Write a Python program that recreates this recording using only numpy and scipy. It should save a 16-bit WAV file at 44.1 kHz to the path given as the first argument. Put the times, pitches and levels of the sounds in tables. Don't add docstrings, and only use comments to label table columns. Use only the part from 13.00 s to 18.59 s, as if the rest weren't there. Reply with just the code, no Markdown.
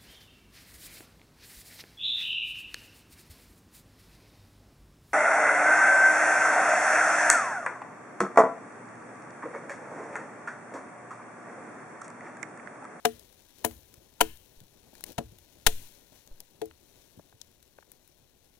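import sys
import numpy as np
from scipy import signal
from scipy.fft import rfft, irfft, next_fast_len
from scipy.io import wavfile
from scipy.ndimage import map_coordinates

SR = 44100
rng = np.random.default_rng(int(sys.argv[2]) if len(sys.argv) > 2 else 0)


def store_wav(level_fs):
    pcm = np.round(np.clip(np.atleast_2d(level_fs), -1, 1) * 32767)
    wavfile.write(sys.argv[1], SR, pcm.T.astype(np.int16))


N = 246519

# [t/s, place along the log/0-1, ring level/dB, ground thud level/dB, knock level/dB,
#   knock centre f/Hz, bark crunch level/dB, t until the bark gives way/s, crush t/s, crunch tilt/dB per octave,
#   first touch level/dB against the slam, rebound level/dB against the slam]
BLOWS = [(0.0508, .498, -13.5, -36, -11.5, 820, -16, .0006, 0.0043, -0.8, -33, -24.5),
         (0.6454, .318, -17, -28, -16, 930, -14.5, .0025, 0.0029, 5.5, -15, -17),
         (1.2092, .26, -17, -28.5, -6.5, 1200, -11, .0006, 0.0032, 1.35, -7, -33.5),
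         (2.1836, .322, -23.5, -26, -25, 483, -27, .0001, 0.0019, -3.5, 1, -37),
         (2.6681, .486, -23.5, -25, -25, 2400, -7.5, 0.00014, .0031, -0.53, 0.5, -36),
         (3.616, .236, -20.5, -39.5, -34.5, 566, -34.5, 0.00035, 0.0019, -3, -28, -28)]
# [f/Hz, relative level/dB, t60/s]
BATON_MODES = [(709, -1, .055), (782, -6, .04), (977, 5, 0.03), (970, -1, 0.014), (1424, -5, 0.03),
               (1760, -3, 0.03), (2620, 1, 0.015), (2957, 3, .045), (3114, 2, 0.045)]
# [f/Hz, relative level/dB per Hz]
BARK_COLOUR = [(200, -21), (1200, -1.5), (1800, -1), (3000, 0.5), (4200, 0.5), (5000, -5.5), (6000, -1),
               (8000, -3), (10000, -1.5), (13000, -3.5), (16000, -8.5)]
# [f/Hz, relative level/dB, t60/s]
LOG_MODES = [(235, -15, 0.23), (323.7, -7, .18), (440.7, 2, 0.13), (569, -10.5, 0.1), (698, 2, 0.079),
             (808, -14.5, 0.087), (990, -15, 0.0077)]
# [f/Hz, t60/s]
FOREST_DECAY = [(150, 0.37), (600, 0.12), (1500, 0.35), (3500, 0.58), (8000, 0.58), (16000, 1)]
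# [t/s, relative level/dB]
MOTION = [(0.0, -64.5), (1.73, -66.5), (2.05, -65), (2.63, -65.5), (2.8, -64.5), (3.41, -67), (5.59, -70)]
# [t at the top/s, length/s, jacket level/dB, needle litter level/dB]
SWELLS = [(0.67, 0.16, -57.5, -59), (1.983, 0.052, -56.5, -58), (2.09, 0.055, -49, -50.5),
          (2.808, 0.25, -53, -70), (3.189, 0.087, -57.5, -78), (3.98, 0.31, -61, -65.5)]
# [f/Hz, relative level/dB per Hz]
JACKET_COLOUR = [(530, -30.5), (900, -4.5), (1200, -16.5), (1470, -4.5), (2020, -5), (4150, 0.5),
                 (4920, -5), (5750, 0), (8450, -7), (9420, -3.5), (12900, -4.5), (15100, -3), (16000, -11)]
# [f/Hz, relative level/dB per Hz]
LITTER_COLOUR = [(100, -4), (200, -4), (380, -1), (600, -5.5), (900, -15), (1400, -24.5), (3000, -35)]
# [t/s, level/dB, relative body level/dB at 600-2200 Hz, sizzle setting/dB for the top treble]
CLEAR_TICKS = [(0.1945, -39, -22, -2), (0.3257, -49, -8, -1), (0.7103, -40, 0, -5), (0.9402, -40, -4, 1),
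               (1.3712, -44, -12, 0), (1.603, -43, -6, 1), (1.952, -40.5, 0, 1), (2.0076, -37, -3, 4),
               (2.0388, -22.5, -5, 2), (2.1193, -39, -10, 5), (2.3854, -43, -6, 3), (3.2745, -43, -14, -9),
               (3.4031, -31, -14, 2), (3.6565, -40, -8, 3), (4.4146, -31.5, -22, -12), (4.6268, -46, -6, 1),
               (4.9172, -37.5, -6, 6), (5.0764, -46.5, -8, 5)]
# [t/s, level/dB, centre f/Hz]
BUMPS = [(0.974, -49, 94), (1.610, -43.5, 140), (1.931, -44.5, 392), (2.092, -43.5, 377),
         (2.107, -38.5, 280), (2.322, -46.5, 203), (3.121, -49, 298), (3.311, -51.5, 560),
         (3.403, -49, 550), (3.711, -45, 1760), (4.171, -40, 140), (4.194, -39.5, 502), (4.325, -50, 790),
         (4.338, -50.5, 111), (4.784, -40, 746), (4.826, -47.5, 1050)]
# [t/s, level/dB, sway f/Hz]
AIR_PUSHES = [(1.211, -26.5, 4), (1.572, -46, 5.9), (2.667, -14.5, 5.2), (3.313, -36, 5.2)]
# [f/Hz, relative level/dB per Hz]
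AIR_COLOUR = [(20, -1.5), (45, -0.5), (90, -0.5), (135, -5), (200, -17), (500, -18), (1200, -28),
              (4000, -28.5), (9000, -40), (16000, -42.5)]
# [f/Hz, level/dB]
HOUSING = [(900, -1), (1020, -6.5), (1200, -8.5), (1380, -2), (16000, -0.5)]
# [f/Hz, level/dB against the left, phase lead/rad]
RIGHT_PORT = [(40, -2, 0), (150, -2, .9), (250, -4.5, 1.1), (450, -8, 1.55), (700, -6, 1), (1050, -2, .2),
              (1250, -2.5, -1.4), (1500, -4, -1.5), (2000, -14, -1.3), (3000, -20, -2), (4200, -26, -1.6),
              (6000, -33, -2), (9000, -48, -2), (16000, -53, -2)]

TOUCH_LEAD_S, TOUCH_HOLD_S = 0.003, .0015
REBOUND_S = .0156
SOIL_DELAY_S, SOIL_HZ, SOIL_T60_S = .045, 68, 0.5
SOIL_DB, SOIL_GROWS, USUAL_THUD_DB = -46.5, 0.8, -28
BUMP_CYCLES = 10.4
FAINT_BODY_DB, FAINT_SIZZLE_DB = -8, 0.5
FAINT_TICK_DB, FAINT_SPREAD_DB = 12.5, 2
CREASE_DB = 6
TOP_HZ = 16000


def amp(db):
    return 10 ** (np.asarray(db) / 20)


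def unit(x):
    return x / np.sqrt(np.mean(x ** 2) + 1e-20)


def along(points, hz):
    f, v = np.transpose(points)
    return np.interp(np.log(hz + 1), np.log(f + 1), v)


def curve(rows):
    return np.interp(np.arange(N) / SR, *np.transpose(rows))


def wobble(rate, size=N):
    knots = rng.standard_normal(int(size * rate / SR) + 4)
    return map_coordinates(knots, [np.arange(size) * rate / SR])


def filtered(x, response):
    n = x.shape[-1]
    padded = next_fast_len(n + SR // 4)
    spectrum = rfft(x, padded) * response(np.fft.rfftfreq(padded, 1 / SR))
    return irfft(spectrum, padded)[..., :n]


def noise(colour_db, size):
    return unit(filtered(rng.standard_normal(size), lambda hz: amp(colour_db(hz))))


def hump(centre_hz, steep_db):
    return lambda hz: -steep_db * np.log2((hz + 1) / centre_hz) ** 2


def burst(carrier, rise, hold, t60):
    t = np.arange(len(carrier)) / SR
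    fade = amp(-60 * np.maximum(t - hold, 0) / t60)
    envelope = (1 - np.exp(-(t / rise) ** 2)) * fade
    return unit(carrier * envelope) * np.sqrt(np.mean(envelope ** 2))


def ringing(hz, db, t60, rise):
    t = np.arange(SR // 2) / SR
    decay = amp(db[:, None] - 60 * t / t60[:, None])
    phase = 2 * np.pi * (hz[:, None] * t + rng.random((len(hz), 1)))
    modes = decay * np.sin(phase)
    return modes.sum(0) * (1 - np.exp(-t / rise))


def add(track, s, sound):
    part = track[max(round(s * SR), 0):][:len(sound)]
    part += sound[:len(part)]


def baton(grain_db=0.5, pivot_hz=6000, clack_db=-3, modes_db=-4, light_tilt_db=-1.0):
    out, size = np.zeros(N), SR // 4
    hz, db, t60 = np.transpose(BATON_MODES)
    for s, _, _, _, knock_db, knock_hz, crunch_db, give, crush, tilt, touch_db, rebound_db in BLOWS:
        drive = hump(knock_hz, steep_db=3.5)
        light_tilt = tilt + light_tilt_db
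        contacts = [(s - TOUCH_LEAD_S, touch_db, 0, TOUCH_HOLD_S, light_tilt),
                    (s, 0, give, crush, tilt),
                    (s + REBOUND_S, rebound_db, 0, crush, light_tilt)]
        for at, force_db, lag, hold, slope in contacts:
            stick_ring = ringing(hz, db + drive(hz), t60, rise=.0006)
            add(out, at, amp(force_db + knock_db + modes_db) * stick_ring)
            clack = burst(noise(drive, size), rise=0.0015, hold=hold, t60=0.021)
            add(out, at, amp(force_db + knock_db + clack_db) * clack)
            bark = noise(lambda f: along(BARK_COLOUR, f) + slope * np.log2((f + 100) / pivot_hz), size)
            fibres = amp(grain_db * wobble(1800, size))
            crunch = burst(bark * fibres, rise=0.0001, hold=hold, t60=0.024)
            add(out, at + lag, amp(force_db + crunch_db) * crunch)
    return out


def log_blows(first_order=5):
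    out = np.zeros(N)
    hz, db, t60 = np.transpose(LOG_MODES)
    half_waves = first_order + np.arange(len(LOG_MODES)) + .5
    for s, place, ring_db, thud_db, *_ in BLOWS:
        mode_shape = np.cos(np.pi * half_waves * place + np.pi / 4)
        shape_db = 10 * np.log10(mode_shape ** 2 + .08)
        add(out, s, amp(ring_db) * ringing(hz, db + shape_db, t60, rise=0.004))
        ground = noise(hump(centre_hz=232, steep_db=3.5), SR // 2)
        add(out, s, amp(thud_db) * burst(ground, rise=0.003, hold=0.004, t60=0.085))
        soil = noise(hump(SOIL_HZ, steep_db=10.5), SR // 2)
        soil_db = SOIL_DB + SOIL_GROWS * (thud_db - USUAL_THUD_DB)
        add(out, s + SOIL_DELAY_S, amp(soil_db) * burst(soil, rise=.007, hold=.0025, t60=SOIL_T60_S))
    return out


def forest(x, near_db=-17, near_t60=0.11, far_db=-22, far_rise=0.0065, block_size=13230):
    out = np.zeros(N)
    onset = 1 - np.exp(-np.arange(SR // 2) / SR / far_rise)
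    for start in range(0, N, block_size):
        hz, t, bands = signal.stft(rng.standard_normal(SR // 2), SR, nperseg=256)
        fade = amp(-60 * t / along(FOREST_DECAY, hz)[:, None])
        far = signal.istft(bands * fade, SR, nperseg=256)[1][:SR // 2] * onset
        scatter = noise(lambda f: along([(300, -14), (1500, -1.5), (16000, 6.5)], f), SR // 2)
        near = burst(scatter, rise=0.0032, hold=0.0098, t60=near_t60)
        answer = amp(near_db) * near / np.linalg.norm(near) + amp(far_db) * far / np.linalg.norm(far)
        add(out, start / SR, signal.fftconvolve(x[start:start + block_size], answer))
    return out


def echoes(count=3):
    return sum(forest(baton()) for _ in range(count)) / np.sqrt(count)


def rustle(jacket_db=6, litter_db=3, crinkle_db=2.0):
    crinkle = amp(crinkle_db * wobble(430) + 0.66 * wobble(25))
    cloth = noise(lambda hz: along(JACKET_COLOUR, hz), N) * crinkle
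    needles = noise(lambda hz: along(LITTER_COLOUR, hz), N) * amp(1.8 * wobble(30))
    t, motion_db = np.arange(N) / SR, curve(MOTION)
    jacket = amp(motion_db + jacket_db)
    litter = amp(motion_db + litter_db)
    for s, length, swing_db, step_db in SWELLS:
        swell = np.exp(-2 * ((t - s) / length) ** 2)
        jacket = np.hypot(jacket, amp(swing_db) * swell)
        litter = np.hypot(litter, amp(step_db) * swell)
    return jacket * unit(cloth) + litter * unit(needles)


def ticks(count=24):
    out = np.zeros(N)
    times = rng.uniform(0, N / SR, count)
    strays = zip(times, np.interp(times, *np.transpose(MOTION)) + FAINT_TICK_DB)
    creases = [(s + length * rng.uniform(-1, 1), db + CREASE_DB)
               for s, length, db, _ in SWELLS for _ in range(3)]
    faint = [(s, db + FAINT_SPREAD_DB * rng.standard_normal(), FAINT_BODY_DB, FAINT_SIZZLE_DB)
             for s, db in [*strays, *creases]]
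    for s, db, body, sizzle in CLEAR_TICKS + faint:
        colour = [(150, -19.0), (600, body), (2200, body), (3700, -3.5), (6500, -5),
                  (10000, sizzle - 3), (16000, sizzle - 5)]
        snap = noise(lambda hz: along(colour, hz), SR // 10)
        add(out, s, amp(db) * burst(snap, rise=.0003, hold=.0012, t60=.013))
    return out


def bumps(steep_db=8.0):
    out = np.zeros(N)
    for s, db, hz in BUMPS:
        thump = noise(hump(hz, steep_db), SR // 2)
        add(out, s, amp(db) * burst(thump, rise=.5 / hz, hold=0.0022, t60=BUMP_CYCLES / hz))
    return out


def air_pushes(life=0.05, rise=0.0039):
    out, t = np.zeros(N), np.arange(SR) / SR
    for s, db, sway_hz in AIR_PUSHES:
        envelope = np.exp(-t / life) * (1 - np.exp(-t / rise))
        add(out, s, amp(db) * np.cos(2 * np.pi * sway_hz * t) * envelope)
    return out


def still_air(air_db=-71):
    shared, left, right = [noise(lambda hz: along(AIR_COLOUR, hz), N) for _ in range(3)]
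    return amp(air_db) * unit(shared + np.array([left, right]))


def scene():
    contacts = log_blows() + baton() + echoes() + ticks() + bumps()
    housed = filtered(contacts, lambda hz: amp(along(HOUSING, hz)))
    left = housed + rustle() + air_pushes()
    port = np.array(RIGHT_PORT)
    level, phase = port[:, :2], port[:, ::2]
    right = filtered(left, lambda hz: amp(along(level, hz)) * np.exp(1j * along(phase, hz)))
    return np.array([left, right]) + still_air()


def record(dry):
    ceiling, hardness = .8, 4
    rounded = dry / (1 + np.abs(dry / ceiling) ** hardness) ** (1 / hardness)
    return filtered(rounded, lambda hz: 1 / (1 + (hz / TOP_HZ) ** 120))


dry = scene()
out = record(dry)
store_wav(out)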